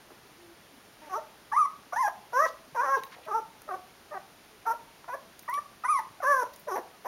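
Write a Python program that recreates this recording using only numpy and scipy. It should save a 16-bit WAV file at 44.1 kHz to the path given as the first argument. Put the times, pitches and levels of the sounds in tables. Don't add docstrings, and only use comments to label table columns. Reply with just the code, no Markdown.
import sys
import numpy as np
from scipy import signal
from scipy.fft import rfft, irfft, next_fast_len
from scipy.io import wavfile
from scipy.ndimage import uniform_filter1d, map_coordinates

SR = 44100
rng = np.random.default_rng(int(sys.argv[2]) if len(sys.argv) > 2 else 0)


def digitize_waveform(pressure):
    field = np.atleast_2d(pressure).T
    bounded = np.clip(field, -1, 1)
    quanta = np.round(bounded * 32767).astype(np.int16)
    wavfile.write(sys.argv[1], SR, quanta)


def amplitude_ratio(level_db):
    exponent = np.asarray(level_db, float) / 20
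    return 10 ** exponent


N = 311787

# frequency in Hz, density in dB per Hz.
HISS_SPECTRUM = [(18, -51), (30, -7.5), (420, -3), (518, -6), (639, -3.5), (897, -5.5), (1470, -7),
                 (5740, -15), (7860, -18), (9430, -16), (15500, -23)]
# start in seconds, peak in dB, ring in Hz.
THUMPS = [(0.223, -54, 121), (0.249, -47.5, 403), (0.315, -50, 326), (0.383, -51, 350), (0.59, -53, 172),
          (0.734, -49, 272), (0.772, -48, 265), (1.593, -51, 145), (1.731, -50, 190), (1.865, -49, 277),
          (2.183, -48, 202), (2.676, -47, 254), (2.726, -46, 146), (3.484, -53, 191), (3.78, -45, 345),
          (3.834, -55, 196), (4.322, -55, 178), (4.404, -53, 200), (4.618, -52, 398), (4.811, -47, 450),
          (5.269, -49, 196), (5.615, -53, 293), (6.099, -50, 121)]
# frequency in Hz, t60 in seconds.
ROOM_DECAY = [(300, 0.21), (700, 0.55), (1100, 0.37), (2200, 0.21), (6000, 0.37)]
# centre in Hz, width in Hz, gain left as a ratio.
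PORT_NOTCH = (7870, 1500, 0.033)
# start in seconds, length in seconds, pitch in Hz, glide in octaves, level in dB.
LITTERMATES = [
    (0.384, 0.155, 351, -0.064, -57),
    (.49, 0.024, 1730, -0.34, -62),
    (4.501, 0.076, 433, 0.0072, -62),
    (6.924, 0.066, 1280, -.1, -63),
]
# start in seconds, peak in dB, centre in Hz, t60 in seconds.
TICKS = [(0.104, -44, 750, 0.02), (2.912, -48, 13900, .02), (3.0355, -28.5, 9000, 0.0038),
         (3.036, -34, 3480, 0.014), (3.048, -41, 14500, 0.045), (3.254, -42, 9000, .015),
         (3.035, -37, 1800, .015), (3.619, -37, 9000, 0.012), (3.618, -43, 1090, 0.018),
         (5.043, -39, 1150, 0.02), (5.393, -32.5, 9500, 0.015), (5.425, -41, 15100, .03),
         (5.433, -42.5, 1390, .015), (5.497, -36, 13500, 0.019), (5.539, -32, 12000, 0.016),
         (5.541, -36.5, 3220, 0.032), (6.534, -41.5, 4500, 0.058), (6.536, -42, 14000, .03),
         (6.561, -37, 11000, 0.018), (6.595, -42, 14000, 0.048), (6.607, -49, 14000, 0.019)]
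# centre in Hz, width over centre as a ratio.
TICK_WIDTH = [(1000, 0.92), (4000, 0.56), (10000, 2.5), (14500, 0.39)]
# start in seconds, length in seconds, level in dB, centre in Hz,
# width in Hz.
RUSTLES = [
    (0.968, 0.22, -60.5, 1610, 1500),
    (2.464, 0.031, -51, 4540, 6000),
    (2.965, .04, -64, 15000, 2500),
    (2.97, 0.034, -57, 3000, 3000),
    (3.111, 0.039, -58.5, 3870, 2500),
    (3.113, 0.047, -52, 1510, 1300),
    (3.154, 0.073, -55, 610, 513),
    (3.221, 0.046, -59, 2590, 1505),
    (5.94, 0.075, -61.5, 4270, 2500),
]

# start in seconds, length in seconds, pitch in Hz, level in dB,
# second partial in dB, third partial in dB.
HUMS = [(2.454, 0.015, 526, -33, 4, -5), (2.966, 0.02, 430, -39.5, 2.5, -10),
        (3.262, 0.04, 630, -44, -13, -17), (3.675, 0.034, 623, -43.5, -10, -20),
        (4.108, 0.043, 608, -44, -2, -10.5), (5.574, 0.018, 600, -47.5, 0, 3.5),
        (6.669, 0.022, 608, -35.5, -16, -24), (1.174, 0.025, 615, -37.5, -23, -24),
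        (1.516, 0.016, 1156, -32, -30, -38), (1.923, .016, 1168, -31.5, -27, -40),
        (5.478, 0.011, 1170, -35.5, -20, -40), (5.836, .013, 1230, -34.5, -22, -40),
        (4.65, 0.023, 723, -44, -7, -20), (5.078, 0.019, 699, -41.5, -10, -20),
        (6.201, .018, 720, -40.5, -9, -20)]
# start in seconds, length in seconds, peak in dB, ring in Hz.
CREAKS = [(0.101, 0.026, -40.5, 333), (1.519, 0.023, -37, 1590), (1.924, 0.012, -29.5, 710),
          (2.321, 0.021, -32, 608), (2.745, 0.021, -32, 926), (3.271, 0.024, -37.5, 1100),
          (3.275, .03, -43, 1550), (3.674, 0.02, -41, 1290), (4.118, 0.039, -37, 870),
          (2.745, 0.015, -30.5, 590), (4.655, 0.024, -36, 1240), (5.08, 0.021, -36, 897),
          (5.48, 0.0095, -39.5, 600), (5.836, 0.014, -33, 803), (6.215, 0.041, -27, 1208),
          (6.672, 0.035, -32, 1050), (7.044, 0.047, -28, 642), (7.051, .03, -33.5, 400),
          (7.048, 0.044, -31.5, 1010)]
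# start in seconds, peak in dB, ring in Hz.
STOPS = [(1.186, -41, 894), (1.648, -45, 2030), (2.072, -21.5, 753), (2.071, -31.5, 1217),
         (2.455, -23.5, 1042), (2.968, -34, 873), (3.386, -35, 438), (4.726, -34.5, 610), (5.14, -32, 592),
         (3.748, -37, 595), (5.986, -24.5, 903), (6.427, -28, 496), (6.755, -23, 910), (6.758, -27.5, 553),
         (6.77, -25, 680), (6.771, -32.5, 1036), (6.778, -28, 400)]

# time in seconds, pitch in Hz, effort in dB, mouth opening from 0 to 1.
SQUEAKS = [
    [(1.521, 807, -50, 0.9), (1.533, 880, -33.5, 0.5), (1.56, 1048, -37.5, 0.96), (1.572, 1162, -29, 0.35),
     (1.594, 1288, -32.5, 0.75), (1.62, 1184, -33.5, .6), (1.648, 1137, -40, 0.55),
     (1.662, 1070, -33.5, 0.52)],
    [(1.93, 697.5, -35.5, 0.36), (1.955, 771, -45, 0.58), (1.966, 868, -31.5, 0.59),
     (2.0, 1059, -34.5, 0.72), (2.018, 1037, -33, 0.38), (2.042, 848, -32.5, 0.13), (2.062, 823, -32, 0.5),
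     (2.074, 810, -27.5, 0.63)],
    [(5.485, 926, -35, 0.97), (5.493, 948, -34, 0.67), (5.523, 1043, -40.5, 0.77), (5.531, 1114, -31, 0.64),
     (5.547, 1146, -32.5, 0.9), (5.57, 1144, -33.5, .8), (5.582, 1175, -38.5, 0.63),
     (5.595, 1160, -39, 0.64)],
    [(5.842, 903, -47, 1), (5.852, 983, -34.5, 0.84), (5.88, 1080, -40.5, 0.85), (5.888, 1167, -26.5, 0.92),
     (5.91, 1266, -26, 0.98), (5.935, 1157, -30, 0.82), (5.958, 1092, -29.5, 0.74), (5.97, 1041, -34, 0.69),
     (5.995, 949, -38.5, 1)],
]
WHIMPERS = [
    [(2.33, 467, -43.5, 0.55), (2.372, 515.7, -34, 0.57), (2.395, 563.5, -33, 0.6),
     (2.415, 614.4, -30, 0.35), (2.43, 637.7, -32.5, 1), (2.45, 652, -31.5, 0.98), (2.46, 613, -30, 0.75)],
    [(2.758, 562, -40.5, 0.3), (2.778, 460.4, -39.5, 0.43), (2.803, 489, -37, 0.57),
     (2.841, 589, -37, 0.48), (2.87, 524.5, -39, 0.34), (2.91, 548.4, -37, 0.48),
     (2.955, 537.3, -33.5, 0.72), (2.974, 503, -40.5, 0.24)],
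    [(5.087, 483.5, -52, 0.46), (5.11, 490.4, -49.5, 0.57), (5.127, 499, -50.5, 0.62),
     (5.143, 565, -37.5, 0.37), (5.155, 580, -48, .1)],
    [(6.228, 612.6, -47, 0.04), (6.238, 564, -36.5, 0.3), (6.249, 498, -37.5, 0.63),
     (6.275, 560, -33.5, 0.7), (6.29, 575, -30.5, 0.71), (6.312, 581.5, -29.5, 0.76),
     (6.345, 535.5, -35, 0.64), (6.418, 491.2, -39.5, 0.51), (6.436, 429, -41, 0)],
    [(1.015, 306.6, -59.5, 0.23), (1.057, 307, -62, 0.37), (1.088, 287, -56, 0.06)],
]
GRUNTS = [
    [(1.094, 383.5, -58, 0.4), (1.108, 382, -53, 0.5), (1.125, 375, -47, 0.42), (1.14, 366, -40, 0.41),
     (1.153, 411.5, -43.5, 0.76), (1.165, 446, -40.5, 0.33), (1.18, 462, -48, 0.43), (1.192, 450, -60, 0.3)],
    [(3.28, 436, -46, 0.06), (3.305, 435, -45, 0.34), (3.323, 384.6, -37, 0.82), (3.335, 417, -41, 0.65),
     (3.35, 445, -36.5, 0.4), (3.375, 462, -38.5, 0.4), (3.388, 436, -38.5, .35), (3.397, 425, -54, 0.24)],
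    [(3.688, 433, -43.5, 0.63), (3.7, 406, -44, 1), (3.724, 358.3, -43.5, 0.27), (3.735, 371, -43.5, 0.32),
     (3.743, 378, -39, 0.48), (3.752, 379, -48, 0.4), (3.761, 365, -61, 0)],
    [(4.14, 435, -47, 0.57), (4.154, 386, -45.5, 0.3), (4.168, 386, -49.5, 0.4), (4.176, 375, -43.5, 0.39),
     (4.184, 370, -52, 0.1)],
    [(4.662, 426, -41, 0.83), (4.675, 463.3, -38, 0.46), (4.698, 445.4, -38, 0.54), (4.71, 459, -37, 0.48),
     (4.722, 473, -38.5, 0.59), (4.732, 470, -58, 0)],
    [(6.68, 522.6, -45, 0.38), (6.7, 442, -51.5, 0.37), (6.722, 367.5, -42, 0.48),
     (6.735, 370.5, -43.5, 0.6), (6.748, 395, -40.5, 0.3), (6.76, 408, -41, 0)],
]
# one value in dB a call, in the order squeaks, whimpers, grunts.
CHEST_DB = [2, 1, -2, 0, 4, 2, 1, 4.5, 13.5, 6, 3.5, 5.5, 6.5, 0, 13]
# treble in dB, partials above the third in dB,
# second throat resonance in dB, top throat resonances in dB.
HEAD_AIM = [(-19.5, -6, -1, -21), (-13.5, 0, -7.5, -12.5), (-25, 2, 3, -15), (-21, -2, 7, -34),
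            (-12.5, 7.5, -15, -9.5), (-17, 11, -9.5, -10), (-24.5, 15.5, 0, 1), (-14.5, 7, -4.5, -7),
            (-23, 1, -6, -8), (-16.5, 1, -12, -8), (-22, -2.5, -7, -8), (-29, 3, 1, -3), (-38, 9, -7, -9),
            (-18, 2, -4.5, -1.5), (-13.5, 1, -7, -6)]
# frequency in Hz, gain in dB.
AIRWAY = [(350, -12), (600, -5), (900, 0), (1250, 0), (1700, -4), (2100, -13), (2500, -29), (3300, -48)]
# frequency in Hz, gain in dB.
ROLL_OFF = [(900, -17), (1500, -15), (1800, -21), (2100, -30.5), (2500, -34), (3500, -63), (5000, -89)]
# centre in Hz, width in Hz.
THROAT = [(5850, 1060), (10000, 1070), (11800, 860), (14200, 1300)]
# start in seconds, end in seconds, halfway lines in dB, band centre in Hz,
# band width in Hz.
DOUBLING = [
    (2.84, 2.905, 2, 1400, 2900),
    (2.885, 2.96, -10, 1200, 2000),
    (5.46, 5.515, -2.5, 1350, 390),
    (4.3, 5.87, 3, 1240, 670),
    (1.8, 2.0, -22, 1500, 600),
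]
# start in seconds, end in seconds, depth in dB.
HOARSE = [(1.523, 1.555, -9), (1.93, 1.975, -7), (2.06, 2.083, -8), (1.12, 1.19, -16), (2.33, 2.46, -20),
          (2.758, 2.79, -12), (2.79, 2.91, -16), (3.28, 3.33, -13), (3.36, 3.397, -18), (3.688, 3.715, -12),
          (4.14, 4.16, -13), (4.662, 4.732, -15), (6.26, 6.436, -22), (5.842, 5.885, -10),
          (6.228, 6.255, -7), (6.68, 6.71, -12)]

SHUT_HZ, OPEN_OCTAVES, MOUTH_Q, MOUTH_DB = 511.4, 2, 1.74, 10.5
NASAL_HZ, NASAL_WIDTH_HZ, NASAL_DB = 810, 46, -7.5
LOUD_DB, TREBLE_DB_PER_EFFORT_DB, TREBLE_RISE_DB, TOP_STEP_DB = -35, 0.51, 2.5, -9
STOP_S, CREAK_RATE_HZ, RATE_EXPONENT = 0.017, 300.3, 0.27


def along(points, hz):
    f, v = np.transpose(points)
    return np.interp(np.log(hz + 1), np.log(f + 1), v)


def unit(x):
    return x / np.sqrt(np.mean(x ** 2) + 1e-20)


def wobble(n, rate_hz):
    knots = rng.standard_normal(int(n * rate_hz / SR) + 4)
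    return map_coordinates(knots, [np.arange(n) * rate_hz / SR])


def filtered(x, response):
    m = next_fast_len(len(x) + 8192)
    return irfft(rfft(x, m) * response(np.fft.rfftfreq(m, 1 / SR)), m)[:len(x)]


def resonance(f, hz, width_hz):
    return 1j * f * width_hz / (hz * hz - f * f + 1j * f * width_hz)


def stretch(t, start, end, edge_s):
    return np.clip(np.minimum(t - start, end - t) / edge_s, 0, 1)


def add(track, s, x):
    part = track[round(s * SR):][:len(x)]
    part += x[:len(part)]


def thumps():
    track, t = np.zeros(N), np.arange(2000) / SR
    for s, db, hz in THUMPS:
        push = t / 0.0061 * np.exp(1 - t / 0.0051)
        add(track, s, amplitude_ratio(db - 4.5) * np.sin(2 * np.pi * hz * t) * push)
    return track


def hiss():
    steady = unit(filtered(rng.standard_normal(N), lambda f: amplitude_ratio(along(HISS_SPECTRUM, f))))
    when, size = rng.random((2, 90))
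    blows = np.bincount((when * N).astype(int), amplitude_ratio(11 * size), N)
    patter = filtered(blows, lambda f: resonance(f, 200, 220) ** 2)
    return amplitude_ratio(-55.5) * steady + amplitude_ratio(-72) * unit(patter) + thumps()


def room(x, sway_hz, box_db, box_t60_s):
    hz, t, z = signal.stft(rng.standard_normal((3, SR // 2)), SR, nperseg=256)
    decay = amplitude_ratio(-60 * t / along(ROOM_DECAY, hz)[:, None])
    decay = decay + amplitude_ratio(box_db - 60 * t / box_t60_s)
    tails = signal.istft(z * decay, SR, nperseg=256)[1]
    aim = np.array([wobble(N, sway_hz) for _ in tails])
    feeds = x * aim / np.linalg.norm(aim, axis=0)
    feeds = np.pad(feeds, ((0, 0), (220, 0)))
    tails = tails / np.linalg.norm(tails[0])
    return signal.fftconvolve(feeds, tails, axes=1).sum(axis=0)[:N]


def littermates():
    track = np.zeros(N)
    for s, length, hz, octaves, db in LITTERMATES:
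        u = np.arange(round(length * SR)) / (length * SR)
        phase = 2 * np.pi * np.cumsum(hz * 2 ** (octaves * u)) / SR
        swell = amplitude_ratio(db + 3 + wobble(len(u), 30)) * np.sin(np.pi * u) ** 0.4
        add(track, s, swell * np.sin(phase))
    return track


def bedding():
    track, t = np.zeros(N), np.arange(3000) / SR
    for s, db, hz, t60 in TICKS:
        puff = rng.standard_normal(len(t)) * amplitude_ratio(-60 * t / t60)
        width = hz * along(TICK_WIDTH, hz)
        puff = filtered(puff, lambda f: resonance(f, hz, width) ** 2)
        add(track, s, amplitude_ratio(db) * puff / np.abs(puff).max())
    for s, length, db, hz, width in RUSTLES:
        n = round(length * SR)
        fibres = rng.standard_normal(n) * amplitude_ratio(3.2 * wobble(n, 126)) * np.hanning(n) ** 0.24
        add(track, s, amplitude_ratio(db) * unit(filtered(fibres, lambda f: resonance(f, hz, width) ** 2)))
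    return track


def hums():
    track = np.zeros(N)
    for s, length, hz, db, second_db, third_db in HUMS:
        u = np.arange(round(length * SR)) / (length * SR)
        phase = 2 * np.pi * np.cumsum(hz * (1 + 0.02 * wobble(len(u), 150))) / SR
        tone = np.sin(phase) + amplitude_ratio(second_db) * np.sin(2 * phase) + amplitude_ratio(third_db) * np.sin(3 * phase)
        swell = np.abs(np.sin(np.pi * u)) ** 0.7 * (1 + 0.35 * wobble(len(u), 300))
        add(track, s, amplitude_ratio(db + 3) * swell * tone)
    return track


def throat(f, head_db):
    gain = amplitude_ratio(-22.5) * np.abs(resonance(f, 3380, 800)) ** 2
    for (hz, width), db in zip(THROAT, (0, *head_db)):
        gain = gain + amplitude_ratio(db) * np.abs(resonance(f, hz, width)) ** 2
    return gain


def creak(length_s, ring_hz, rate_hz, scatter, breath_db):
    n = round((length_s + 0.03) * SR)
    gaps, sizes = rng.standard_normal((2, 40))
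    when = (np.cumsum(np.exp(scatter * gaps)) - 0.5) / rate_hz
    keep = (when > 0) & (when < length_s)
    strength = np.sqrt(np.abs(np.sin(np.pi * when / length_s))) * amplitude_ratio(2.0 * sizes)
    pulses = np.bincount((when[keep] * SR).astype(int), strength[keep], n)

    def closed_mouth(f):
        ring = resonance(f, ring_hz, 110) * resonance(f, ring_hz, 520)
        cavity = 0.26 * resonance(f, 1784, 302) - 0.23 * resonance(f, 927, 430)
        return ring + cavity * resonance(f, 1070, 1050) ** 2

    x = filtered(pulses, closed_mouth)
    air = unit(filtered(rng.standard_normal(n), lambda f: throat(f, (-3, -3, -3))))
    swell = np.sin(np.pi * np.clip(np.arange(n) / (length_s * SR), 0, 1))
    return x / np.abs(x).max() + amplitude_ratio(breath_db) * air * swell


def low_partials_db(hz, effort_db, opening, chest_db):
    mouth_hz = SHUT_HZ * 2 ** (OPEN_OCTAVES * np.clip(opening, 0, 1.1))
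    mouth = MOUTH_DB * np.abs(resonance(hz, mouth_hz, mouth_hz / MOUTH_Q)) ** 2
    nose = NASAL_DB * np.exp(-((hz - NASAL_HZ) / NASAL_WIDTH_HZ * 2) ** 2)
    chest = np.array([[chest_db], [0], [0]])
    return effort_db + along(AIRWAY, hz) + mouth + nose + chest


def doubled(voice, t, phase):
    for start, end, db, hz, width in DOUBLING:
        if t[0] < end < t[-1]:
            halves = voice * stretch(t, start, end, 0.016) * np.sin(phase / 2)
            voice = voice + amplitude_ratio(db) * filtered(halves, lambda f: resonance(f, hz, width) ** 2)
    return voice


def hoarse(voice, t):
    depth = sum(amplitude_ratio(db) * stretch(t, start, end, 0.025) for start, end, db in HOARSE)
    return voice * (1 + depth * wobble(len(t), 600))


def squeak(rows, chest_db, treble_db, upper_db, second_db, top_db, jitter, shimmer_db, breath_db):
    s, *columns = np.transpose(rows)
    t = np.arange(s[0], s[-1], 1 / SR)
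    pitch, effort, opening = [uniform_filter1d(np.interp(t, s, c), size=260) for c in columns]
    head_db = (second_db, top_db, top_db + TOP_STEP_DB)
    treble = LOUD_DB + treble_db + TREBLE_DB_PER_EFFORT_DB * (effort - LOUD_DB)
    treble = treble + TREBLE_RISE_DB * (t - s[0]) / (s[-1] - s[0])
    pitch = pitch * (1 + jitter * wobble(len(t), 249.5))
    phase = 2 * np.pi * np.cumsum(pitch) / SR
    k = np.arange(1, int(15800 / pitch.min()) + 1)[:, None]

    low = low_partials_db(k[:3] * pitch, effort, opening, chest_db)
    upper = low[2] + upper_db + along(ROLL_OFF, k[3:] * pitch)
    spacing_db = 10 * np.log10(pitch / 1600)
    gains = amplitude_ratio(np.vstack([low, upper]))
    gains = gains + amplitude_ratio(treble + spacing_db) * throat(k * pitch, head_db)
    flutter = np.array([wobble(len(t), 70) for _ in range(5)])[k[:, 0] % 5]
    gains = gains * amplitude_ratio(shimmer_db * flutter * np.where(k > 3, 2, 1))
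    turn = rng.uniform(0, 2 * np.pi, k.shape)
    voice = np.sqrt(2) * np.sum(gains * np.sin(k * phase + turn), axis=0)
    voice = hoarse(doubled(voice, t, phase), t)

    air = unit(filtered(rng.standard_normal(len(t)), lambda f: throat(f, head_db)))
    breath_db = breath_db - 5 * np.log2(pitch / 500)
    voice = voice + amplitude_ratio(treble + breath_db) * air * (1 + 0.2 * np.sin(phase))
    return voice * stretch(t, s[0], s[-1], 0.0038)


def puppy():
    track = littermates() + hums()
    for rows, chest_db, head in zip(SQUEAKS + WHIMPERS + GRUNTS, CHEST_DB, HEAD_AIM):
        call = squeak(rows, chest_db, *head, jitter=0.0025, shimmer_db=1.3, breath_db=-7)
        add(track, rows[0][0], call)
    stops = [(s, STOP_S, db, hz) for s, db, hz in STOPS]
    for s, length, db, ring_hz in CREAKS + stops:
        rate_hz = CREAK_RATE_HZ * (ring_hz / 600) ** RATE_EXPONENT
        add(track, s, amplitude_ratio(db) * creak(length, ring_hz, rate_hz, scatter=0.2007, breath_db=-27))
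    return filtered(track, lambda f: resonance(f, 300, 300) * 1j * f / 300)


def scene():
    near = puppy() + bedding()
    echo = room(near, sway_hz=24, box_db=-1, box_t60_s=0.19)
    return (near + amplitude_ratio(-8.5) * echo + hiss())[None]


def band_limit(x):
    return signal.sosfilt(signal.butter(12, 16600, fs=SR, output="sos"), x)


def record(dry):
    hz, width, left = PORT_NOTCH
    port = filtered(dry[0], lambda f: (1 - (1 - left) * resonance(f, hz, width)) * (f < 15830))
    return band_limit(port[None])


dry = scene()
out = record(dry)
digitize_waveform(out)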